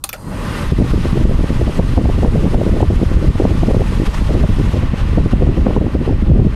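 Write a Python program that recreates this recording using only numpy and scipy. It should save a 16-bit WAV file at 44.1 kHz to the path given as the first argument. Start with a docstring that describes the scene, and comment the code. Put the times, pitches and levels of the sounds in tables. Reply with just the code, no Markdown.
"""An electric radiator fan spins up in a car's engine bay just after three relays click; its draught hits the microphone.
Blade air, low roar and brush hiss are filtered noises; the relays are chattering noise ringing their housings.
The draught is noise whose spectrum climbs with the air speed, plus lumpy gusts, snaps and slow heaves.
Quiet surroundings lie beneath, and the recorder's gain control ducks everything under the loud gusts."""
import sys
import numpy as np
from scipy import signal
from scipy.fft import rfft, irfft
from scipy.io import wavfile
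from scipy.ndimage import uniform_filter1d

SR = 44100
rng = np.random.default_rng(int(sys.argv[2]) if len(sys.argv) > 2 else 0)


def makeup_ratio(level_db):
    """Linear amplitude ratio for a level in decibels (20 dB per factor of ten)."""
    decades = np.asarray(level_db, float) / 20
    return 10 ** decades


def transcribe(signal):
    """Save signal, clipped to [-1, 1], as a 16-bit WAV file at the path in sys.argv[1]."""
    frames = np.atleast_2d(signal).T
    limited = np.clip(frames, -1, 1)
    pcm = np.round(limited * 32767).astype(np.int16)
    wavfile.write(sys.argv[1], SR, pcm)


N = 288855
T = np.arange(N) / SR   # time, s

# quiet surroundings, relative spectrum: pitch_hz, density_db (per Hz)
YARD_SPECTRUM = [(20, -4), (30, 13), (120, 5.5), (680, -23), (1300, -17), (2000, -45), (4000, -37),
                 (13000, -40), (16000, -63)]
# relay contacts: start_s, peak_db of the ringing, brightness_db (per octave), chatter_s
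CONTACTS = [(0.039, -7, 4, 0.0044), (0.043, -16.5, -3, 0.0069), (.068, -37, 15, .004),
            (0.0905, -12, 0, 0.0071), (0.1293, -13.5, -5, 0.0075), (0.138, -20, -19, 0.015),
            (0.16, -33, -4, 0.0054)]
# which relay each contact belongs to: index into RELAY_MODES
CONTACT_RELAY = [0, 0, 0, 1, 2, 1, 1]
# housing modes of each relay: pitch_hz, level_db, t60_s (before the extra treble damping)
RELAY_MODES = [
    [(304, -23.5, 0.21), (790, -15, 0.1), (1100, -15, 0.06), (1900, -38, 0.03), (2630, -20, 0.05),
     (3580, -26, 0.042), (3700, -35, 0.025), (4160, -15, 0.029), (4800, -38, 0.03), (6002, -37, 0.039),
     (6740, -16, 0.032), (8500, -24, 0.038), (9550, -14, 0.013), (10400, -37, 0.0053), (11600, -26, 0.0087)],
    [(600, -25, 0.15), (1344, -4, 0.18), (2450, -12, 0.028), (3470, -13.5, 0.15), (4420, -15, 0.02),
     (5600, -18, 0.077), (5930, -25, 0.04), (7800, -33, 0.05), (9000, -16, 0.02), (10300, -23, 0.11),
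     (11700, -25, 0.065), (12400, -21, 0.064), (12100, -6, 0.065)],
    [(627, -16, 0.054), (2270, -5, 0.038), (2380, 0, 0.077), (3870, -32, 0.018), (4700, -2, 0.022),
     (7260, 4, 0.023), (9000, 3, 0.018), (9450, 3, 0.015), (11400, 12, 0.028), (12330, -6, 0.013)],
]
# fan air over time, dulling late on: time_s, airflow_db, treble_db (tilt above 2.5 kHz; -12.5 means no change)
FAN_COURSE = [(0.16, -38, -20), (0.21, -41.5, 1), (0.32, -32.5, -11.5), (0.45, -29, -15), (0.6, -33, -9),
              (0.655, -32, -13), (0.69, -31, -16), (0.9, -28.5, -14.5), (1.2, -28.5, -15.5),
              (2.0, -30, -15.5), (3.4, -28, -16.5), (4.1, -29, -15), (4.45, -27.5, -16.5), (4.73, -28, -16),
              (4.79, -28.5, -19), (4.93, -30.5, -25), (4.98, -28.5, -20), (5.7, -30, -21.5),
              (5.9, -33.5, -23.5), (6.55, -31, -22.5)]
# blade turbulence, relative spectrum: pitch_hz, density_db (per Hz)
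FAN_AIR = [(350, -22), (500, -16), (700, -5), (900, -12), (1300, -19), (1620, -15.5), (2000, -24.5),
           (3000, -23.5), (4500, -25.5), (7500, -31.5), (9000, -30.5), (11500, -37.5), (13000, -42),
           (15000, -55)]
# shroud and motor resonances: pitch_hz, width_hz, gain_db (of the peak added to the air)
SHROUD = [(1166, 123, 3), (1818, 376, 2.5), (2555, 860, -2), (12050, 44, -20)]
# the rush swells and brightens: centre_s, length_s, pitch_hz, width_hz, gain_db (of the added peak)
SURGE = (0.58, 0.15, 1550, 2200, 1.5)
# reflections in the bay cancel some of the air: pitch_hz, width_hz, share cancelled (0-1)
BAY_DIPS = [(720, 260, .75), (1660, 220, .6)]
# moments when the fan's steady hiss comes up briefly: centre_s, rise_db
FLARES = [(4.066, 8), (4.146, 6.5), (4.178, 3), (5.315, 3), (6.06, 3)]
# spin-up: time_s, roar_db, brush_db
SPIN_UP = [(0.15, -46, -48), (0.25, -29.5, -54), (0.275, -24, -50.5), (0.45, -21.5, -45), (0.63, -19, -48),
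           (0.68, -26, -50)]
# low roar, relative spectrum: pitch_hz, density_db (per Hz)
ROAR = [(15, -31), (30, 13), (60, 2.5), (100, 5), (220, 3.5), (330, -5), (600, -9), (800, -85), (1300, -94)]
# brush hiss resonances: pitch_hz, width_hz (of each of two passes), level_db (relative)
BRUSHES = [(4260, 120, -2), (4850, 200, -2), (8700, 940, -9), (11000, 1500, -13.5), (7500, 7600, -13)]
# buffeting at unshifted air speed, relative spectrum: pitch_hz, density_db (per Hz)
EDDIES = [(20, 1), (35, -3.5), (70, -2), (140, -9), (280, -15.5), (500, -28), (800, -43), (1600, -90)]
# the whole buffeting heaves or drops away: centre_s, change_db, length_s
SWINGS = [(0.675, 13, 0.03), (0.723, 4.5, 0.032), (0.815, 4, 0.052), (1.265, 0, 0.062), (1.336, 4, 0.006),
          (1.484, -15, 0.023), (1.68, -8.5, 0.094), (2.067, 3, 0.016), (2.127, -1, 0.036),
          (2.513, -5, 0.051), (2.55, 0.5, 0.066), (2.71, 1.5, 0.056), (2.83, 20, 0.0068),
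          (2.861, -6, 0.024), (3.172, 13.5, 0.01), (3.284, 6, 0.048), (3.328, -10, 0.024),
          (3.583, 3, 0.022), (4.047, -16, 0.012), (4.121, -12, 0.065), (4.193, -6.5, 0.069),
          (4.427, 5.5, 0.21), (4.478, -18, 0.019), (4.703, -5, 0.074), (4.95, -5.5, 0.12),
          (5.213, 3, 0.018), (5.299, -9, 0.031), (5.464, 4.5, 0.16), (5.919, -9.5, 0.079),
          (6.049, -12, 0.058), (6.328, 8.5, 0.12), (6.55, -5, 0.032)]
# longer stretches of fast air: centre_s, speedup_oct, length_s
FAST_AIR = [(0.82, 0.32, 0.091), (1.707, 0.62, 0.26), (1.997, 0.58, 0.086), (2.25, 0.58, 0.15),
            (2.45, 0.44, 0.06), (2.58, 0.9, 0.085), (2.718, 0.53, 0.084), (2.95, 0.63, 0.13),
            (3.22, 0.46, 0.13), (3.444, 0.63, 0.11), (3.726, .7, 0.11), (4.393, 0.25, .15),
            (4.76, 0.37, 0.056), (5.438, 0.58, .12), (5.706, 0.74, 0.46), (6.09, .4, 0.056),
            (6.365, 0.35, 0.08)]
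# sudden eddies, each in a spell of faster air: start_s, strength_db
GUSTS = [(0.804, -12), (0.842, -10), (0.906, -32), (0.934, -8), (1.054, -3), (1.123, -19.5), (1.17, -6.5),
         (1.209, -6), (1.251, -6.5), (1.311, -5), (1.388, -17), (1.434, -9), (1.501, -14), (1.61, -12),
         (1.668, -10), (1.694, -2), (1.791, 1), (1.875, -31), (1.976, 7), (2.054, -23), (2.091, -7.5),
         (2.147, -22), (2.183, -13), (2.229, -8), (2.246, 7.5), (2.258, 0), (2.323, -15), (2.356, -3),
         (2.39, -6), (2.428, -9.5), (2.453, -2.5), (2.526, -13.5), (2.544, -10), (2.586, -11), (2.608, -13),
         (2.63, -19), (2.664, -0.5), (2.69, -12), (2.729, -19), (2.762, -4.5), (2.807, -17), (2.83, -1),
         (2.9, -15.5), (2.991, -10.5), (3.024, -4.5), (3.114, -7.5), (3.165, -18), (3.224, -3),
         (3.294, -15), (3.352, -11), (3.399, 1.5), (3.451, 4.5), (3.493, -10.5), (3.529, -18), (3.631, -7),
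         (3.681, -8), (3.701, -4), (3.744, 4), (3.795, -9), (3.816, -16), (3.918, -18.5), (4.017, -4),
         (4.075, -13), (4.211, -15), (4.266, -28), (4.3, -9.5), (4.345, -4), (4.381, -25), (4.434, -6.5),
         (4.497, -18), (4.584, -7), (4.679, -17), (4.733, -15), (4.755, -8.5), (4.823, -16.5),
         (4.933, -10.5), (5.064, -32), (5.134, -23), (5.173, -1.5), (5.256, -13), (5.329, -16),
         (5.381, -24), (5.42, -1), (5.488, -1.5), (5.567, -17.5), (5.665, 7), (5.703, -5.5), (5.763, 3.5),
         (5.802, -15), (5.833, -19.5), (5.863, -12), (5.95, -17), (6.003, -12), (6.076, -2), (6.099, -9),
         (6.119, -22), (6.156, -25), (6.23, -24), (6.272, -9.5), (6.345, -17.5), (6.389, -13), (6.419, -17),
         (6.459, -14.5)]
# finest eddies snapping at the port's edge: start_s, level_db (before a common lift), pitch_hz
SNAPS = [(1.171, -16, 603), (1.252, -10, 600), (1.312, -17, 600), (1.976, -11, 600), (2.055, -6.5, 656),
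         (2.091, -11, 670), (2.23, -5, 600), (2.247, -3, 650), (2.257, -20, 600), (2.543, -5.5, 600),
         (2.804, -5, 600), (2.828, 0, 700), (3.398, -5, 615), (3.451, -15, 666), (3.632, -5, 630),
         (3.707, -7, 600), (3.745, -8, 700), (3.816, -6, 608), (5.172, -27, 600), (5.485, -20, 619),
         (5.664, -17, 600), (5.68, -13, 804), (5.708, -11, 754), (5.765, -6, 770), (5.865, -11.5, 670),
         (6.092, -12, 710), (6.28, -17, 660)]
# large slow eddies: centre_s, level_db (before a common lift), pitch_hz
HEAVES = [(0.714, -19, 47), (0.808, -5.6, 43.5), (0.873, -18, 54.7), (0.92, -6.5, 39.8), (0.964, -7.4, 68),
          (1.082, -10.5, 63), (1.123, -16, 57), (1.205, -9, 51.7), (1.248, 0, 43.4), (1.359, 0.5, 51),
          (1.417, -6.4, 53), (1.501, -7.5, 70), (1.563, -5, 52), (1.625, -6, 66.5), (1.681, -6, 47.4),
          (1.752, -18, 78.4), (1.798, -2, 59.4), (1.853, -16, 44), (1.933, -12, 47), (1.977, 3, 73),
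          (2.08, -1.5, 53.4), (2.163, -3, 61), (2.245, -3, 61), (2.287, -1.5, 40), (2.332, -12, 67),
          (2.465, -7, 61), (2.559, -1, 43), (2.669, -11, 54.7), (2.709, -2, 54), (2.759, -19, 59),
          (2.823, -8, 66.5), (2.89, 1, 66), (2.97, -1, 46), (3.03, -12, 66.5), (3.069, 0, 66.5),
          (3.161, 0, 55), (3.292, 2.5, 53.7), (3.365, -8, 59), (3.481, -7.5, 59), (3.6, -5.2, 46),
          (3.677, -17, 39), (3.721, -4.1, 58), (3.771, -10, 74), (3.818, -4, 74), (3.893, -6.5, 55),
          (4.016, -8, 42.4), (4.086, -2.5, 46.3), (4.223, -6.7, 45.3), (4.262, -8, 51), (4.305, -6, 37.5),
          (4.349, -4.9, 56), (4.395, -5.4, 57.7), (4.455, -1, 78.5), (4.536, -7.7, 50.3), (4.582, -11, 49),
          (4.684, -8, 56.5), (4.74, -3, 84.6), (4.839, -7, 72.4), (4.893, -6.5, 55), (5.007, -15, 52.6),
          (5.068, -8.5, 53), (5.118, -6, 51.7), (5.213, -2.5, 38), (5.272, -12, 49), (5.341, -1, 51.4),
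          (5.403, 0, 67), (5.447, -1, 57.6), (5.489, -7, 64), (5.541, -4, 78), (5.602, -6.5, 60),
          (5.69, -3.5, 59.5), (5.741, -10, 68), (5.812, -3.2, 69.4), (5.963, -2.5, 52.7), (6.091, -4, 64),
          (6.189, -11, 36), (6.231, -6, 58.4), (6.314, -3, 74), (6.363, -7.0, 56), (6.422, -7, 48)]


def in_time(rows):
    """Columns of a table, joined by straight lines in time."""
    s, *columns = np.transpose(rows)
    return [np.interp(T, s, c) for c in columns]


def at_hz(points, hz):
    """A spectrum read on a log-frequency axis."""
    return np.interp(np.log(hz), np.log(np.array(points)[:, 0]), np.array(points)[:, 1])


def bell(centre_s, length_s):
    """A smooth swell in time; length_s is its full width at 1/e."""
    return np.exp(-(2 * (T - centre_s) / length_s) ** 2)


def rms_one(x):
    """Scaled to rms 1."""
    return x / np.sqrt(np.mean(x ** 2) + 1e-20)


def drift(corner_hz):
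    """Slow random wander of rms 1: noise through two equal one-pole low-passes, made at SR / 40."""
    r = np.exp(-2 * np.pi * corner_hz * 40 / SR)
    white = rng.standard_normal(N // 40 + 2002)
    slow = signal.lfilter([1], [1, -2 * r, r * r], white)[2000:]   # skip the filter's settling
    return np.interp(np.arange(N) / 40, np.arange(len(slow)), rms_one(slow))


def bands(low_hz, high_hz, gain_db):
    """Third-octave bands of noise, each scaled by gain_db(centre Hz), which may move in time."""
    edges = low_hz * 2 ** (np.arange(int(3 * np.log2(high_hz / low_hz)) + 1) / 3)
    white = rng.standard_normal((2, N + SR // 4))   # neighbouring bands use different noise
    out = 0
    for k, (low, high) in enumerate(zip(edges, edges[1:])):
        band_pass = signal.butter(2, [low, high], "band", fs=SR, output="sos")
        band = signal.sosfilt(band_pass, white[k % 2])
        out = out + band[-N:] * makeup_ratio(gain_db(np.sqrt(low * high)))
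    return out


def shaped(spectrum):
    """Steady noise with the given spectrum; rms 1."""
    hz = np.arange(1, N // 2 + 2) * SR / N
    return rms_one(irfft(rfft(rng.standard_normal(N)) * makeup_ratio(at_hz(spectrum, hz)), N))


def resonance(x, hz, width_hz):
    """A two-pole peak of gain 1."""
    r = np.exp(-np.pi * width_hz / SR)
    poles = [1, -2 * r * np.cos(2 * np.pi * hz / SR), r * r]
    return signal.lfilter([(1 - r * r) / 2, 0, (r * r - 1) / 2], poles, x)


def yard():
    """Quiet surroundings: steady noise with a fixed spectrum."""
    return makeup_ratio(-38) * shaped(YARD_SPECTRUM)


def relays():
    """Chattering contacts strike and ring their housings; the bay smears the same colours into a short tail."""
    strike_db, crack_db, crack_hz = 14.5, -18, 4500
    tail_db, tail_s = -13, 0.024
    broad_ratio, broad_db = 9, 2   # a wider, quicker ring at the pitch of each mode
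    damping_db_s = 200   # extra decay at 10 kHz, in proportion to pitch
    out, t = np.zeros(N), np.arange(SR // 5) / SR
    for (start_s, peak_db, colour_db, chatter_s), which in zip(CONTACTS, CONTACT_RELAY):
        shape = np.exp(-(t / chatter_s) ** 2) + makeup_ratio(tail_db) * np.exp(-t / tail_s)
        onset = 1 - np.exp(-t / .0006)
        chatter = rng.standard_normal(len(t)) * shape * onset
        chatter[SR // 2000] += makeup_ratio(strike_db)   # the first blow of the armature
        body = 0
        for hz, level_db, t60_s in RELAY_MODES[which]:
            width_hz = np.log(1000) / (np.pi * t60_s)
            size = makeup_ratio(level_db + colour_db * np.log2(hz / 4000)) / np.sqrt(width_hz)
            damping = makeup_ratio(-damping_db_s * t * hz / 10000)
            narrow = resonance(chatter, hz, width_hz)
            broad = resonance(chatter, hz, width_hz * broad_ratio)
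            body = body + size * damping * (narrow + makeup_ratio(broad_db) * broad)
        crack = signal.lfilter(*signal.butter(1, crack_hz, fs=SR), chatter)
        at = round(start_s * SR)
        out[at:at + len(t)] += makeup_ratio(peak_db) * (body / np.abs(body).max() + makeup_ratio(crack_db) * crack)
    return out


def slowness():
    """How far the blades still are from speed: 1 at the start, decaying exponentially."""
    return np.exp(-np.maximum(T - SPIN_UP[0][0], 0) / 0.15)


def treble_tilt(hz):
    """Treble change in dB over time: none below 2.5 kHz, growing with pitch above it."""
    mean_treble_db = -12.5
    treble_db = in_time(FAN_COURSE)[1]
    return (treble_db - mean_treble_db) * np.clip(np.log2(hz / 2500) / 2, 0, 1.2)


def blade_air():
    """Blade turbulence: banded noise coloured by shroud resonances and by cancelling reflections."""
    patchy_db, slow_db_oct, flare_s = 1.0, 13.0, .018
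    slow = slowness()

    def gain_db(hz):
        # slow blades make little above 1 kHz; the rush brightens as the speed climbs
        dull_db = -slow_db_oct * slow * np.clip(np.log2(hz / 1000), 0, 2)
        return at_hz(FAN_AIR, hz) + treble_tilt(hz) + dull_db + patchy_db * drift(27.0)

    air = rms_one(bands(332.6, 17000, gain_db))
    air = air + sum(makeup_ratio(db) * resonance(air, hz, width_hz) for hz, width_hz, db in SHROUD)
    centre_s, length_s, hz, width_hz, gain = SURGE
    air = air + makeup_ratio(gain) * bell(centre_s, length_s) * resonance(air, hz, width_hz)
    for hz, width_hz, share in BAY_DIPS:
        air = air - share * resonance(air, hz, width_hz)
    flow_db = in_time(FAN_COURSE)[0]
    flow_db = flow_db + sum(rise_db * bell(s, flare_s) for s, rise_db in FLARES)
    return makeup_ratio(flow_db) * air


def roar():
    """Low rumble under the fan: steady shaped noise that follows the spin-up."""
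    return makeup_ratio(in_time(SPIN_UP)[0]) * shaped(ROAR)


def brush_hiss():
    """The motor's brushes hiss: noise passed twice through each resonance."""
    rise_db_s = 0.5   # slow rise after the spin-up
    level_db = in_time(SPIN_UP)[1] + rise_db_s * np.maximum(T - SPIN_UP[-1][0], 0)
    level_db = level_db + treble_tilt(7700) * (1 - slowness())   # once running, it follows the air's treble
    white, hiss = rng.standard_normal(N), 0
    for hz, width_hz, db in BRUSHES:
        once = resonance(white, hz, width_hz)
        hiss = hiss + makeup_ratio(db) * resonance(once, hz, width_hz)
    return makeup_ratio(level_db) * rms_one(hiss)


def fan():
    """Blade air, low roar and brush hiss, faded in over 30 ms as the motor starts."""
    running = np.clip((T - SPIN_UP[0][0]) / .03, 0, 1)
    return running * (blade_air() + roar() + brush_hiss())


def air_speed():
    """Air speed at the port in octaves: chance flutter, fast stretches, and a spurt and spell at each gust."""
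    calm_oct, flutter_oct = -0.69, .38
    gust_floor_db, db_per_octave = -29.5, 11.0   # how gust strength turns into speed
    rise_s, spell_s, spell_share = 0.0049, 0.019, 0.89   # spurt's rise; the spell's 1/e half-length and size
    speed_oct = calm_oct + flutter_oct * np.minimum(drift(51.5), 1.3)   # chance alone gives only mild flares
    speed_oct += sum(up_oct * bell(s, length_s) for s, up_oct, length_s in FAST_AIR)
    for start_s, strength_db in GUSTS:
        near = slice(max(round((start_s - .2) * SR), 0), round((start_s + .3) * SR))
        since = T[near] - start_s
        u = np.maximum(since / rise_s, 0)
        spurt = u * np.exp(1 - u)
        spell = spell_share * np.exp(-((since - rise_s) / spell_s) ** 2)
        up_oct = max(strength_db - gust_floor_db, 0) / db_per_octave * .5
        speed_oct[near] += up_oct * (spurt + spell)
    return speed_oct


def buffeting():
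    """Eddies sweep past the port: faster air shifts their whole spectrum upwards, so gusts flare into the mids."""
    lift_db, wander_db = 17, 1.36
    reach_oct, thump_db, lumpy_db = 1.66, 4.5, 0.5
    arrives_s, builds_s = 0.652, 0.16
    port_hz = 700   # the port smooths finer eddies
    shift = 2 ** (reach_oct * np.tanh(air_speed() / reach_oct))   # the speed levels off at its extremes
    thumps = drift(68.6)

    def gain_db(hz):
        # the same power spread over a wider range: less of it per Hz
        spread_db = at_hz(EDDIES, hz / shift) - 10 * np.log10(shift)
        # all but the slowest swings rise and fall together
        together_db = thump_db * np.clip(np.log2(hz / 25) / 3, 0, 1) * thumps
        return spread_db + together_db + lumpy_db * drift(22.0)

    eddies = bands(16.06, 2100, gain_db)
    eddies = signal.sosfilt(signal.butter(4, port_hz, fs=SR, output="sos"), eddies)
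    level_db = lift_db + wander_db * drift(4.3)
    level_db = level_db + sum(change_db * bell(s, length_s) for s, change_db, length_s in SWINGS)
    arrived = np.clip((T - arrives_s) / builds_s, 0, 1)
    return arrived * makeup_ratio(level_db) * eddies


def gust_cores():
    """Each sudden eddy's core passes as a few quick swings that slow and die, on a broader push of pressure."""
    swing_db, push_db = 4.5, 0.5
    typical_hz, typical_db = 330, -10
    spread_oct, oct_per_db = .2, .05   # chance spread of pitch; stronger cores are higher
    decay_turns, sag = 1.47, 0.27   # 1/e decay; pitch falls as 1 / (1 + sag * turns)
    out = np.zeros(N)
    for (start_s, strength_db), (side, chance) in zip(GUSTS, rng.random((len(GUSTS), 2))):
        near = slice(max(round((start_s - .2) * SR), 0), round((start_s + .3) * SR))
        since = T[near] - start_s
        pitch_oct = spread_oct * (2 * chance - 1) + oct_per_db * (strength_db - typical_db)
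        core_hz = typical_hz * 2 ** pitch_oct
        turns = np.maximum(since - .0015, 0) * core_hz
        swings = np.sin(2 * np.pi * np.log1p(sag * turns) / sag)
        swings = swings * np.tanh(2 * turns) * np.exp(-turns / decay_turns)
        v = np.clip((since - .003) * np.pi * np.sqrt(2) * core_hz / 3, -5, 5)
        push = (1 - 2 * v ** 2) * np.exp(-v ** 2)
        polarity = np.sign(side - .5)
        out[near] += polarity * makeup_ratio(strength_db) * (makeup_ratio(swing_db) * swings + makeup_ratio(push_db) * push)
    return out


def snaps():
    """The finest eddies snap at the port's edge: sine bursts of a cycle or two."""
    lift_db, half_cycles = 1.5, 0.76   # common lift; 1/e half-width of the burst
    out = np.zeros(N)
    for start_s, level_db, hz in SNAPS:
        near = slice(round((start_s - .01) * SR), round((start_s + .01) * SR))
        turns = (T[near] - start_s) * hz - 2 * half_cycles
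        out[near] += makeup_ratio(level_db + lift_db) * np.sin(2 * np.pi * turns) * np.exp(-(turns / half_cycles) ** 2)
    return out


def draught():
    """The fan's air reaching the port: buffeting with gust cores and snaps on top."""
    return buffeting() + gust_cores() + snaps()


def heaves():
    """Large slow eddies heave the diaphragm: each a swing or two of pressure that swells and fades."""
    lift_db, half_cycles = 3.5, 0.55
    out = np.zeros(N)
    for (centre_s, level_db, hz), phase in zip(HEAVES, rng.random(len(HEAVES))):
        near = slice(round((centre_s - .08) * SR), round((centre_s + .08) * SR))
        turns = (T[near] - centre_s) * hz
        swell = np.exp(-(turns / half_cycles) ** 2)
        out[near] += makeup_ratio(level_db + lift_db) * np.cos(2 * np.pi * (turns + phase)) * swell
    return out


def scene():
    """All sources at one microphone."""
    return (yard() + relays() + fan() + draught() + heaves())[None]


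def roll_off(x):
    """The treble ends steeply here."""
    return signal.sosfilt(signal.butter(12, 15730, fs=SR, output="sos"), x)


def record(dry):
    """The capsule rolls off at the top; fast gain control pulls loud gusts down and recovers; peaks are rounded."""
    capsule_hz, ceiling = 15500, .97
    knee_db, squeeze = -16.0, 0.46   # squeeze: dB cut per dB above the knee
    release_db_s, attack_s = 121.0, 0.0028
    dry = signal.sosfilt(signal.butter(4, capsule_hz, fs=SR, output="sos"), dry)
    level_db = 10 * np.log10(uniform_filter1d(dry ** 2, size=441) + 1e-12)
    # hold each peak and let it fall at the release rate
    fall_db = release_db_s * T
    held_db = np.maximum.accumulate(level_db + fall_db, axis=1) - fall_db
    r = np.exp(-1 / (attack_s * SR))
    cut_db = signal.lfilter([1 - r], [1, -r], squeeze * np.maximum(held_db - knee_db, 0))
    fade = np.minimum(np.arange(N)[::-1] / (.004 * SR), 1)   # the last milliseconds fade out
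    x = dry * fade * makeup_ratio(-cut_db) / ceiling
    mix = ceiling * x / (1 + x ** 6) ** (1 / 6)
    return roll_off(mix)


dry = scene()
out = record(dry)
transcribe(out)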